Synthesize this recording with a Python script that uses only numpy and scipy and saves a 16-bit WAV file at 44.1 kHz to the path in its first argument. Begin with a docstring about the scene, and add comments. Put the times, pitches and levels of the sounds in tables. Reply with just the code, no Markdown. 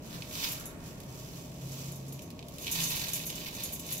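"""Dry seeds go from a flat pan into a steel mixer jar in a kitchen, over a low room rumble.
First they are brushed in: they patter on the heap and ring the jar's wall as a hand rubs the pan's rim.
Then they slide over the pan with a fine hiss, and a hum swells while the pan is tilted.
From 2.5 seconds on they are tipped in, and more single seeds ping on the steel and tick on the pan."""
import sys
import numpy as np
from scipy import signal
from scipy.fft import rfft, irfft
from scipy.io import wavfile
from scipy.ndimage import uniform_filter1d

SR = 44100
rng = np.random.default_rng(int(sys.argv[2]) if len(sys.argv) > 2 else 0)


def store_pcm(level_fs):
    """Save levels as 16-bit WAV."""
    pcm = np.round(np.clip(level_fs, -1, 1) * 32767).astype(np.int16)
    wavfile.write(sys.argv[1], SR, np.atleast_2d(pcm).T)


N = 176400  # 4 seconds
T = np.arange(N) / SR


def pours():
    """Falling seeds patter on the heap; some ring the jar's wall."""
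    # The two pours. Each row: time in seconds, relative level in dB, wall compared with heap in dB.
    brushed = [(0.0, -89, -8.5), (0.144, -50, -16.5), (0.202, -60.5, -13), (0.224, -57, -14),
               (0.238, -58, -18), (0.29, -59, 2), (0.358, -45, -8), (0.394, -46, -14), (0.44, -38, -18),
               (0.79, -76, -10), (0.8, -64, -8.5)]
    tipped = [(2.5, -81, -3), (2.57, -88, -3), (2.586, -54.5, 5), (2.658, -47.5, 4), (2.67, -46, -6),
              (2.7, -46.5, 3), (2.804, -38.5, 1.5), (2.888, -43, 9.5), (2.912, -40, 1.5), (3.276, -49, -1),
              (3.456, -49, 0), (3.464, -44.5, -15.5), (3.526, -52, 6), (3.628, -46, 1), (3.81, -58.5, -1),
              (3.912, -44.5, 6), (4.0, -52.5, -3)]
    # The tone of the heap. Each row: frequency in Hz, relative level in dB.
    heap_tone = [(200, -23), (720, -16.5), (900, -6), (1060, -4), (1250, -15), (1850, -9), (2400, -3.5),
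                 (2800, 0), (3250, -4.5), (3650, 0), (4500, -3.5), (5600, -5), (7600, -13.5), (8700, -14.5),
                 (10500, -16), (12500, -6), (16000, -9.5)]
    heap_flow, wall_flow = np.zeros((2, N))
    for pour in (brushed, tipped):
        level_db, wall_db = curves(pour)
        pouring = (T >= pour[0][0]) & (T <= pour[-1][0] + .03)
        flow = amp(level_db) * pouring
        heap_flow += flow
        wall_flow += flow * amp(wall_db)
    patter = shower(heap_flow, seed_click, peak_per_s=1300, spread_db=2.5)
    ringing = shower(wall_flow, wall_strike, peak_per_s=350, spread_db=3.5, variants=12)
    return amp(5.5) * colour(patter, heap_tone) + amp(-.5) * ringing


def shower(level, strike, peak_per_s, spread_db, variants=16):
    """Seeds land at random with uneven force; a weak flow breaks up into single grains."""
    force = amp(spread_db * np.minimum(rng.exponential(1, N), 4))
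    chance = peak_per_s / SR * np.maximum(level / level.max(), .01) ** .6
    lands = rng.random(N) < chance
    hits = level * unit_level(force) * lands / np.sqrt(chance)  # fewer hits, same average power
    variant = rng.integers(0, variants, N)
    return sum(convolve(hits * (variant == k), strike()) for k in range(variants))


def seed_click(decay_s=.00035, size=400):
    """One seed hits: a tiny crack of noise, partly alike in both ears."""
    crack = rng.standard_normal((2, size)) * np.exp(-np.arange(size) / SR / decay_s)
    return unit_energy(flatten(stereo(crack, likeness=.5), smooth_bins=1200))


def wall_strike(tilt_db=0, size=12000):
    """A seed on steel: a click, a short dense ring and the jar's own notes, mixed anew each time."""
    # The tone of the steel wall. Each row: frequency in Hz, relative level in dB.
    wall_tone = [(1000, -37), (3500, -29.5), (5600, 0.5), (6500, 7), (7700, 3), (8700, -7.5), (9600, 3),
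                 (11000, 0.5), (12500, 6.5), (16000, -11)]
    # The notes the jar rings at. Each row: frequency in Hz, relative level in dB.
    jar_notes = [(2961, -60), (3720, -57), (3828, -59), (5717, -59), (6320, -56), (6508, -56), (6982, -56),
                 (7381, -59), (7677, -61), (9399, -62), (10034, -58), (11100, -58), (11908, -58),
                 (12247, -59)]
    t = np.arange(size) / SR
    ring = unit_energy(flatten(rng.standard_normal((2, size)) * fade(t, t60_s=.078)))
    add(ring, 0, amp(-6) * seed_click())
    notes = np.zeros((2, size))
    for hz, db in jar_notes:
        t60_s = .38 / (1 + (hz / 10500) ** 4)  # high notes die sooner
        level_db = db + tilt_db * np.log2(hz) + 4 * rng.standard_normal()
        note = np.sin(2 * np.pi * (hz * t + rng.random((2, 1))))
        notes += amp(level_db) * fade(t, t60_s) * note
    return unit_energy(colour(ring, wall_tone, tilt_db)[:, :size] + amp(-5) * unit_energy(notes))


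def single_hits():
    """Single seeds ping on the jar; seeds and fingers tick dryly on the pan."""
    # Pings and ticks. Each row: start in seconds, relative level in dB, brightness in dB per octave.
    pings = [(0.485, -39, 10), (.519, -36, 8), (.598, -45.5, 6), (.656, -41.5, 4.5), (1.72, -49.5, -6),
             (1.92, -46.5, 1), (1.957, -49.5, 4), (2.082, -51, 1), (2.125, -46, 8), (2.22, -49.5, 6),
             (2.612, -47, 4.5), (2.714, -32.5, 5.5), (2.722, -34, 0), (2.824, -37.5, -11), (2.838, -32, -4),
             (2.897, -36, 17), (3.084, -37.5, 3), (3.134, -30.5, 4.5), (3.158, -37, 3), (3.255, -40, 16),
             (3.266, -37, 8), (3.354, -42.5, 0.5), (3.636, -34, 6), (3.646, -45, 16), (3.684, -55, 13),
             (3.724, -39, 15), (3.732, -36, 15), (3.794, -41.5, 5), (3.905, -39, 22), (3.925, -33, 11),
             (3.944, -46, -1), (3.978, -40, 5)]
    ticks = [(0.222, -35.5, -5.5), (0.441, -33, -10), (.888, -55.5, 4), (1.003, -43, 5.5), (1.036, -47, 5),
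             (2.124, -46.5, 2), (2.193, -42, -2), (2.304, -43.5, 2.5), (2.312, -54, 1),
             (2.392, -41.5, -4.5), (2.427, -45, -5), (2.4849, -40.5, 6), (2.54, -47, 9), (2.584, -38, 3.5),
             (2.646, -37, 3), (2.669, -29.5, -5.5), (2.68, -30, -8.5), (2.756, -32, -1), (2.784, -41, 10),
             (2.804, -27, 0.5), (2.962, -26, 14), (3.2, -37.5, -17), (3.303, -33.5, 3.5),
             (3.416, -43.5, -13), (3.463, -38.5, -13.5)]
    # The tone of a tick. Each row: frequency in Hz, relative level in dB.
    tick_tone = [(300, -45), (1000, -14.5), (1450, -46), (1900, -15), (2400, -1.5), (3000, -0.5), (3700, 0),
                 (4500, -3), (5600, -5.5), (7600, -7.5), (8700, -15), (10500, -9), (12500, -9.5),
                 (16000, -15.5)]
    hits = np.zeros((2, N))
    for start_s, db, tilt_db in pings:
        add(hits, start_s, amp(db + 29.5) * wall_strike(tilt_db))
    for start_s, db, tilt_db in ticks:
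        tick = colour(seed_click(decay_s=.0003), tick_tone, tilt_db)
        add(hits, start_s, amp(db + 21) * unit_energy(tick))
    return hits


def slide():
    """Seeds skid over the pan in so many tiny clicks that they blur into a hiss."""
    # The strength of the sliding. Each row: time in seconds, relative level in dB.
    slide_levels = [(0, -68.5), (.05, -56), (.13, -57), (.28, -57), (.34, -47), (.5, -45.5), (.62, -58),
                    (.78, -69.5), (.87, -54.5), (.96, -63.5), (1.01, -60.5), (1.07, -60), (1.2, -54.5),
                    (1.3, -57), (1.38, -54), (1.53, -60.5), (1.66, -54.5), (1.74, -50.5), (1.86, -50),
                    (1.95, -58), (2.05, -60), (2.2, -60.5), (2.34, -68), (2.48, -65), (2.55, -56),
                    (2.7, -65)]
    # The tone of the pan. Each row: frequency in Hz, relative level in dB.
    pan_tone = [(300, -29), (1000, -3.5), (1700, -10.5), (2700, -2), (4200, -2.5), (5300, 0.5),
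                (7600, -1.5), (8400, -10), (10000, -8), (11800, -2), (16000, -7)]
    level_db, = curves(slide_levels)
    clicks = shower(amp(level_db), seed_click, peak_per_s=3500, spread_db=2.5)
    return amp(5) * colour(clicks, pan_tone)


def hand_rub():
    """Hand and sleeve rub softly along the pan's rim as the grip changes."""
    # The strength of the rub. Each row: time in seconds, level in dB.
    rub_levels = [(0, -67), (.15, -53), (.3, -65), (.6, -53), (.8, -57.5), (1.0, -61), (1.35, -69),
                  (1.6, -87)]
    # The tone of the rub. Each row: frequency in Hz, relative level in dB.
    rub_tone = [(200, -11), (600, -8.5), (1000, 1.5), (1500, 0), (2500, -5), (3400, -28), (8000, -11),
                (16000, -20)]
    level_db, = curves(rub_levels)
    return amp(level_db) * colour(rng.standard_normal((2, N)), rub_tone)


def kitchen(sound, size=20000):
    """Quick echoes bounce off pan and board, then the room rings briefly."""
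    t = np.arange(size) / SR
    early, late = rng.standard_normal((2, 2, size))
    early = unit_energy(early * np.exp(-t / .0048) * (t > .001))
    late = unit_energy(late * fade(t, t60_s=.21) * (t > .005))
    direct = t == 0
    return convolve(sound, unit_energy(flatten(direct + amp(-1) * early + amp(-6) * late)))


def place_right(sound, left_lag_s=.00038):
    """Sound from a little to the right reaches the left ear later."""
    # The balance between the ears. Each row: frequency in Hz, left minus right in dB.
    balance = [(300, 36), (700, -4), (1400, -0.5), (3000, -3.5), (6000, -5), (8000, -4.5), (10000, 2.5),
               (16000, -1.5)]
    hz = np.fft.rfftfreq(2 * N, 1 / SR)
    lean = amp(value_at(balance, hz) / 2)
    delay = np.exp(-2j * np.pi * hz * left_lag_s)
    ears = np.array([lean * delay, 1 / lean])
    return irfft(rfft(sound, 2 * N) * ears)[:, :N]


def hum():
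    """A low tone creeps up in pitch and swells while the pan is tilted."""
    # The course of the hum. Each row: time in seconds, pitch in Hz, level in dB.
    course = [(0, 128.4, -59.5), (.75, 130, -56), (1.0, 130.8, -52), (1.5, 133.1, -51.5),
              (1.65, 133.5, -42.5), (1.85, 135, -45), (2.16, 137, -42.5), (2.3, 137, -71),
              (2.7, 138.4, -56.5), (2.85, 138.7, -46), (3.1, 138, -60.5), (4, 138, -56.5)]
    pitch_hz, level_db = curves(course)
    return amp(level_db) * unit_level(np.sin(2 * np.pi * np.cumsum(pitch_hz) / SR))


def rumble():
    """Low room noise, its bass nearly the same in both ears."""
    # The tone of the rumble. Each row: frequency in Hz, relative level in dB.
    rumble_tone = [(20, -16), (32, -20), (44, -1), (62, -2.5), (85, -1.5), (110, -2), (150, 0.5), (230, -1),
                   (330, -5), (450, -8), (640, -9.5), (800, -16.5), (1100, -17.5), (1400, -28.5),
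                   (2500, -24), (8000, -40), (16000, -52)]
    # How alike the ears are. Each row: frequency in Hz, likeness from -1 (opposite) to 1 (the same).
    likeness = [(30, 0.9), (140, 0.94), (280, 0.86), (550, .6), (1200, 0), (16000, -0.7)]
    hz = np.fft.rfftfreq(N, 1 / SR)
    spectrum = stereo(rfft(rng.standard_normal((2, N))), value_at(likeness, hz))
    return amp(-47) * unit_level(irfft(spectrum * amp(value_at(rumble_tone, hz)), N))


def drones():
    """Narrow bands of room noise sound like wavering notes; the second swells and fades."""
    # The drones. Each row: centre in Hz, width to each side in Hz, base level in dB.
    bands = [(135, 17, -56.5), (165.35, 3.3, -56), (279.5, 12, -62), (613.6, 11.7, -62.5), (682, 9.6, -70),
             (928, 10, -73), (1099.4, 7.1, -72)]
    # The swell of the second drone. Each row: time in seconds, added level in dB.
    swell = [(0, 1), (1.4, 3), (2.2, 3.5), (2.55, -3.5), (2.8, 13), (3.0, 0), (3.25, 10.5), (3.55, -9),
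             (3.9, 9.5), (4, 2.5)]
    hz = np.fft.rfftfreq(N, 1 / SR)
    voices = []
    for centre_hz, width_hz, db in bands:
        band = rfft(rng.standard_normal(N)) / (1 + ((hz - centre_hz) / width_hz) ** 2)
        voices.append(amp(db) * unit_level(irfft(band, N)))
    voices[1] *= amp(curves(swell)[0])
    return sum(voices)


def amp(db):
    """Turns decibels into a gain."""
    return 10 ** (np.asarray(db) / 20)


def fade(t, t60_s):
    """A gain that falls by 60 dB in t60_s seconds."""
    return amp(-60 * t / t60_s)


def unit_level(x):
    """Scales to an average power of one."""
    return x / np.sqrt(np.mean(x ** 2) + 1e-20)


def unit_energy(x):
    """Scales each channel to a total energy of one."""
    return x / np.sqrt(np.sum(x ** 2, -1, keepdims=True) + 1e-20)


def value_at(rows, hz):
    """Reads between the rows of a frequency table, with octaves evenly spaced."""
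    row_hz, values = np.transpose(rows)
    return np.interp(np.log(hz + 1), np.log(row_hz), values)


def curves(rows):
    """Turns each column after the time into one value per sample."""
    times, *columns = np.transpose(rows)
    return [np.interp(T, times, column) for column in columns]


def stereo(noises, likeness):
    """Blends two unrelated noises into a left and right that are partly alike."""
    left, other = noises
    return np.array([left, likeness * left + np.sqrt(1 - likeness ** 2) * other])


def add(mix, start_s, sound):
    """Adds a stereo sound to the mix at the given time."""
    part = mix[:, round(start_s * SR):][:, :sound.shape[1]]
    part += sound[:, :part.shape[1]]


def convolve(x, response):
    """Lets every sample of x set off a copy of the response."""
    return signal.fftconvolve(np.atleast_2d(x), response, axes=1)[:, :N]


def colour(x, tone, tilt_db=0, size=2048):
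    """Filters x with a tone table, tilted by tilt_db per octave above 2000 Hz."""
    hz = abs(np.fft.fftfreq(size, 1 / SR))
    octaves = np.log2(np.maximum(hz, 2000) / 2000)
    log_gain = np.log(amp(value_at(tone, hz) + tilt_db * octaves))
    spectrum = np.exp(np.conj(signal.hilbert(log_gain)))  # rings only after a hit, never before
    response = np.fft.ifft(spectrum).real[:size // 2]
    return convolve(x, unit_energy(response)[None])


def flatten(x, smooth_bins=200):
    """Evens out the broad tone of a random sound and keeps its fine ripple."""
    spectrum = rfft(x, 32768)
    broad_power = uniform_filter1d(abs(spectrum) ** 2, smooth_bins)
    return irfft(spectrum / np.sqrt(broad_power + 1e-12))[:, :x.shape[1]]


def scene():
    """The seeds in the kitchen, a little to the right, over the low background."""
    background = rumble() + drones() + hum()
    seeds = kitchen(single_hits() + pours() + slide() + hand_rub())
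    return place_right(seeds) + background


def record(dry):
    """Cuts off the very highest treble."""
    cutoff_hz = 15750
    lowpass = signal.firwin(511, cutoff_hz, window=("kaiser", 9), fs=SR)
    return signal.oaconvolve(dry, lowpass[None], "same")


dry = scene()
out = record(dry)
store_pcm(out)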